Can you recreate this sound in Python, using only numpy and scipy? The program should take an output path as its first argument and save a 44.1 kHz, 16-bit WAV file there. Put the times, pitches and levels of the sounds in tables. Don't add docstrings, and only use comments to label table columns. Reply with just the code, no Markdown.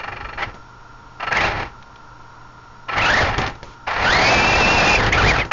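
import sys
import numpy as np
from scipy import signal
from scipy.fft import rfft, irfft, next_fast_len
from scipy.io import wavfile
from scipy.ndimage import uniform_filter1d, map_coordinates

SR = 44100
rng = np.random.default_rng(int(sys.argv[2]) if len(sys.argv) > 2 else 0)


def output_pcm(signal):
    pcm = np.clip(np.atleast_2d(signal).T, -1, 1) * 32767
    wavfile.write(sys.argv[1], SR, np.round(pcm).astype(np.int16))


N = 243431
BEAT_HZ = 23.8

# on_s, off_s, target_tooth_hz, duty_fraction, whine_db, overtone_db
THROTTLE_PRESSES = [(.345, 0.437, 3200, .7, 1.5, -3.5), (1.226, 1.387, 2853, .5, 2, 1),
                    (1.397, 1.455, 3315, 0.61, -0.5, 0.5), (2.876, 3.08, 2849, 0.62, -0.5, 0.5),
                    (3.083, 3.194, 3450, .7, 0.5, -6.5), (3.946, 4.1, 2453, 1, -0.5, -6.5),
                    (4.099, 4.302, 2757, 1, -4, 1.5), (4.3, 4.969, 2689, 1, -3.5, -7.5),
                    (5.114, 5.142, 2990, 1, -3, 4), (5.16, 5.192, 2752, 1, 3, -8.5),
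                    (5.219, 5.294, 4260, 0.97, 1.5, -8.5), (5.385, 5.4, 1599, 1, -1, 1.5)]
# start_s, coast_s, halt_s, driven_db, coasting_db
RATTLE_RUNS = [(0.38, 0.442, 0.49, -27.5, -35), (1.315, 1.471, 1.626, -20, -22.5),
               (2.906, 2.925, 3.49, -23.5, -28), (2.953, 3.225, 3.447, -20.5, -22.5),
               (3.378, 3.42, 3.465, -21, -27.5), (3.865, 3.94, 3.97, -18.5, -19),
               (3.959, 4.962, 5.09, -18, -21), (5.117, 5.318, 5.385, -18.5, -21.5),
               (5.392, 5.417, 5.428, -21, -28)]
# start_s, end_s, first_level_db, change_db_per_s
JERK_TRAINS = [(-.011, .35, -22, -17), (0.373, .43, -22.5, 81), (1.196, 1.21, -23, 8),
               (1.223, 1.33, -17.5, 11), (2.882, 2.98, -19, 12), (5.511, 5.52, -8, 5)]
# frequency_hz, gain_db
SHELL_RADIATION = [(500, -23), (1000, -15.5), (1400, 2), (2000, 4), (2700, 2), (3100, -2), (3700, -4),
                   (4800, -4), (5600, -11), (7000, -39)]
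# frequency_hz, width_hz, gain_db
SHELL_MODES = [(821, 7.7, -1.5), (1190, 9.9, 0), (1327, 25, 6.5), (1823, 250, -1), (2373, 77, 2.5),
               (2690, 23, -1), (2790, 78, 1.5), (3205, 24, -5), (4320, 36, 7), (5150, 55, -3.5),
               (6300, 140, -3)]
# frequency_hz, gain_db
SLOW_GEAR_SPECTRUM = [(100, -8), (250, -15.5), (500, -7.5), (800, 1.5), (1300, -4.5), (2000, -4.5),
                      (2700, -12), (3400, -17), (5000, -21.5), (7000, -37)]
FAST_GEAR_SPECTRUM = [(100, -7), (200, -0.5), (400, -2.5), (750, 4), (1200, -2.5), (1800, -1.5),
                      (2500, -12), (3200, -9.5), (5000, -12.5), (7000, -24)]
BACKLASH_SPECTRUM = [(150, -15.5), (400, -4), (700, 5), (1000, 5), (1500, 1.5), (2600, -3.5), (3300, -12),
                     (5000, -19), (7000, -34.5)]
# start_s, stop_s, level_db
WHEEL_ROLLS = [(-.06, 0.496, -39.5), (1.228, 1.603, -28.5), (2.91, 3.47, -28.5), (3.924, 4.322, -26),
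               (4.263, 5.386, -22.5)]
# centre_s, level_db
CHASSIS_LURCHES = [(.48, -34), (1.46, -26.5), (3.001, -29), (3.24, -21), (3.4, -33), (3.68, -41),
                   (5.0, -18.5), (5.07, -19), (5.18, -23.5), (5.256, -13)]
# frequency_hz, gain_db
RUMBLE_SPECTRUM = [(8.8, -54), (15, -5.5), (54, 0.5), (80, -7), (108, 0), (151, -10), (216, -16),
                   (400, -11.5), (520, -11.5), (880, -120)]
# start_s, level_db, thud_offset_db
CHASSIS_KNOCKS = [(0.434, -38, -9), (0.543, -45, 10), (1.826, -39, -20), (1.959, -41, -7),
                  (3.381, -14.5, 0), (3.417, -21, -13.5), (3.464, -21, -13), (3.476, -25, -4),
                  (3.5, -34, -12), (3.553, -41.5, 0.5), (3.63, -30.5, 0), (5.064, -13.5, -12.5),
                  (5.387, -23.5, -21), (5.45, -29, 1)]
# frequency_hz, gain_db
TICK_SPECTRUM = [(500, -4.5), (1500, 8), (3500, 8.5), (6000, 0), (8000, -33)]
THUD_SPECTRUM = [(40, 2), (130, 2), (350, -4), (1200, -8.5), (3000, -26.5)]
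# start_s, stop_s, level_db
SHELL_SCUFF = (3.635, 3.735, -47.5)
# frequency_hz, width_hz, gain_db
BUZZ_BANDS = [(1010, 110, -2.5), (1030, 220, -2.5), (1323, 130, 3.5)]
# pitch_hz, level_db
HUM_TONES = [(119.5, -52), (301, -62.5), (457, -64.5), (5560, -67)]
# frequency_hz, gain_db
HISS_SPECTRUM = [(15, 0), (60, -10), (124, -14), (200, -16), (550, -21.5), (950, -15.5), (1350, -16.5),
                 (1600, -23.5), (2200, -30.5), (4400, -33.5), (7000, -38.5)]


def motors():
    drive = np.hypot(rattle_force(), amp(-13) * jerks(rise_s=0.0041, hold_s=0.018, t60_s=0.083))
    faster = gear_train(spin(ratio=1, hunt=0.018, hunt_hz=26, fade_db=2, fade_hz=30), drive,
                        flutter=0.017, stagger=0.026, waver_db=3, grit=1.58, shake_db=2.25, slow_db=-6.5,
                        fast_db=-5, ring_db=-5.5, whine_db=-2, third_db=-8, speed_db=4.5)
    slower = gear_train(spin(ratio=0.905, hunt=0.007, hunt_hz=20, fade_db=3.5, fade_hz=25), drive,
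                        flutter=0.018, stagger=0.03, waver_db=3.5, grit=1.23, shake_db=2.5, slow_db=-8.5,
                        fast_db=-3, ring_db=-1.5, whine_db=-6, third_db=-4, speed_db=2.5)
    return faster + slower


def gear_train(motion, drive, flutter, stagger, waver_db, grit, shake_db,
               slow_db, fast_db, ring_db, whine_db, third_db, speed_db):
    tooth_hz, tone_db, overtone_db = motion
    speed = np.clip((tooth_hz - 800) / 1800, 0, 1)
    force = drive * amp(speed_db * speed)
    play = (1 - 0.5 * speed) * (flutter * wobble(300) + stagger * wobble(900))
    teeth = np.cumsum(tooth_hz * (1 + play)) / SR
    phase = 2 * np.pi * teeth
    bite = amp(overtone_db + 1.24 * wobble(70))
    mesh = np.sin(phase) + bite * (np.sin(2 * phase) + amp(third_db) * np.sin(3 * phase))
    whine = force * coloured(mesh, SHELL_RADIATION) * amp(tone_db + whine_db + waver_db * wobble(140))
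    strikes = np.diff(np.floor(teeth), prepend=0) * rng.standard_normal(N)
    scrape = grit * rng.standard_normal(N)
    contact = (unit(strikes / np.sqrt(tooth_hz)) + scrape) * amp(shake_db * wobble(110))
    grind = force * amp(slow_db) * np.sqrt(1 - speed) * unit(coloured(contact, SLOW_GEAR_SPECTRUM))
    rush = force * amp(fast_db) * np.sqrt(speed) * unit(coloured(contact, FAST_GEAR_SPECTRUM))
    ring = amp(ring_db) * resonate(grind, SHELL_MODES)
    return whine + grind + rush + ring


def spin(ratio, hunt, hunt_hz, fade_db, fade_hz, inertia_s=0.13, crawl_hz=450.6):
    t = clock()
    target_hz, tone_db, overtone_db = np.zeros((3, N))
    for on, off, hz, duty, whine_db, octave_db in THROTTLE_PRESSES:
        powered = (t >= on) & (t < off) & ((t - on) * BEAT_HZ % 1 < duty)
        target_hz[powered] = hz
        tone_db[t >= on], overtone_db[t >= on] = whine_db, octave_db
    step = 1 / (inertia_s * SR)
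    lagged_hz = np.maximum(signal.lfilter([step], [1, step - 1], target_hz), crawl_hz)
    tone_db -= 4.5 * (target_hz == 0)
    tone_db += 22 * np.minimum(np.log2(lagged_hz / 1092), 0)
    tooth_hz = ratio * lagged_hz * (1 + hunt * wobble(hunt_hz))
    return tooth_hz, tone_db + fade_db * wobble(fade_hz), overtone_db


def rattle_force(ease_s=0.005):
    power = np.zeros(N)
    for start, coast, halt, driven_db, coasting_db in RATTLE_RUNS:
        load = np.exp(-np.maximum(clock() - coast, 0) / ease_s)
        level = amp(coasting_db + (driven_db - coasting_db) * load)
        power += (level * swell(start, halt, rise_s=0.012, fall_db_per_s=263.5)) ** 2
    return np.sqrt(power)


def jerks(rise_s, hold_s, t60_s):
    power = np.zeros(N)
    for start, end, db, db_per_s in JERK_TRAINS:
        for onset in np.arange(start, end, 1 / BEAT_HZ):
            level = amp(db + db_per_s * (onset - start))
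            power += (level * swell(onset, onset + hold_s, rise_s, 60 / t60_s)) ** 2
    return np.sqrt(power)


def twitches():
    clatter = jerks(rise_s=0.0087, hold_s=0.012, t60_s=0.09) * noise(BACKLASH_SPECTRUM)
    return amp(-7) * clatter + resonate(clatter, SHELL_MODES)


def wheels(lurch_s=0.04):
    unevenness = amp(1.5 * wobble(25))
    rolling = sum((amp(db) * swell(start, stop, rise_s=0.14, fall_db_per_s=174.5)) ** 2
                  for start, stop, db in WHEEL_ROLLS)
    lurching = sum(amp(db) ** 2 / (1 + ((clock() - centre) / lurch_s) ** 2) ** 3
                   for centre, db in CHASSIS_LURCHES)
    return np.sqrt(rolling + lurching) * unit(noise(RUMBLE_SPECTRUM) * unevenness)


def knocks(tick_t60_s, thud_t60_s, tick_db, thud_db):
    tick, thud = np.zeros((2, N))
    for start, db, thud_offset_db in CHASSIS_KNOCKS:
        age = np.clip(clock() - start + 0.00028, 0, 1)
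        attack = np.clip(age / 0.0004, 0, 1)
        tick += attack * amp(db - 60 * age / tick_t60_s)
        thud += attack * amp(db + thud_offset_db - 60 * age / thud_t60_s)
    return amp(tick_db) * tick * noise(TICK_SPECTRUM) + amp(thud_db) * thud * noise(THUD_SPECTRUM)


def scuff():
    start, stop, db = SHELL_SCUFF
    envelope = amp(db) * swell(start, stop, rise_s=0.0076, fall_db_per_s=304)
    return envelope * noise([(1500, -4), (3000, -2.5), (7000, -11)])


def electronics(pulse_hz, jitter, drift, gap_share, dip_db, buzz_db, hiss_db):
    t = clock()
    in_gap = 1.0 * (t * BEAT_HZ % 1 < gap_share)
    gate = amp(dip_db * uniform_filter1d(in_gap, size=150))
    cycles = pulse_hz * t + jitter * wobble(400) + drift * wobble(30)
    pulses = np.diff(np.floor(cycles), prepend=np.floor(cycles[0]))
    buzz = unit(resonate(resonate(pulses, BUZZ_BANDS), BUZZ_BANDS))
    hum = sum(amp(db) * np.sqrt(2) * np.sin(2 * np.pi * hz * t + 0.27 * wobble(2.7))
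              for hz, db in HUM_TONES)
    return amp(buzz_db) * buzz * gate + hum + amp(hiss_db) * noise(HISS_SPECTRUM)


def amp(db):
    return 10 ** (np.asarray(db) / 20)


def unit(x):
    return x / np.sqrt(np.mean(x ** 2) + 1e-20)


def clock():
    return np.arange(N) / SR


def swell(start, stop, rise_s, fall_db_per_s):
    t = clock()
    return np.clip((t - start) / rise_s, 0, 1) * amp(-fall_db_per_s * np.clip(t - stop, 0, 1))


def wobble(rate_hz):
    return map_coordinates(rng.standard_normal(int(N * rate_hz / SR) + 4), [clock() * rate_hz])


def filtered(x, response):
    size = next_fast_len(N + SR // 2)
    return irfft(rfft(x, size) * response(np.fft.rfftfreq(size, 1 / SR)), size)[:N]


def coloured(x, points):
    hz, db = np.transpose(points)
    return filtered(x, lambda f: amp(np.interp(np.log(f + 1), np.log(hz), db)))


def resonate(x, modes):
    return filtered(x, lambda f: sum(amp(db) * 1j * f * width / (hz * hz - f * f + 1j * f * width)
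                                     for hz, width, db in modes))


def noise(points):
    return unit(coloured(rng.standard_normal(N), points))


def scene():
    bumps = knocks(tick_t60_s=0.028, thud_t60_s=0.17, tick_db=1, thud_db=0.5)
    idle = electronics(pulse_hz=465.3, jitter=0.053, drift=0.1, gap_share=0.22,
                       dip_db=-13, buzz_db=-45, hiss_db=-43.5)
    return (motors() + twitches() + wheels() + scuff() + bumps + idle)[None]


def record(dry):
    ceiling, hardness = 0.295, 8
    cutoff_hz, stop_hz = 7000, 7950
    clipped = dry[0] / (1 + np.abs(dry[0] / ceiling) ** hardness) ** (1 / hardness)
    return filtered(clipped, lambda f: (f < stop_hz) / np.sqrt(1 + (f / cutoff_hz) ** 80))[None]


dry = scene()
out = record(dry)
output_pcm(out)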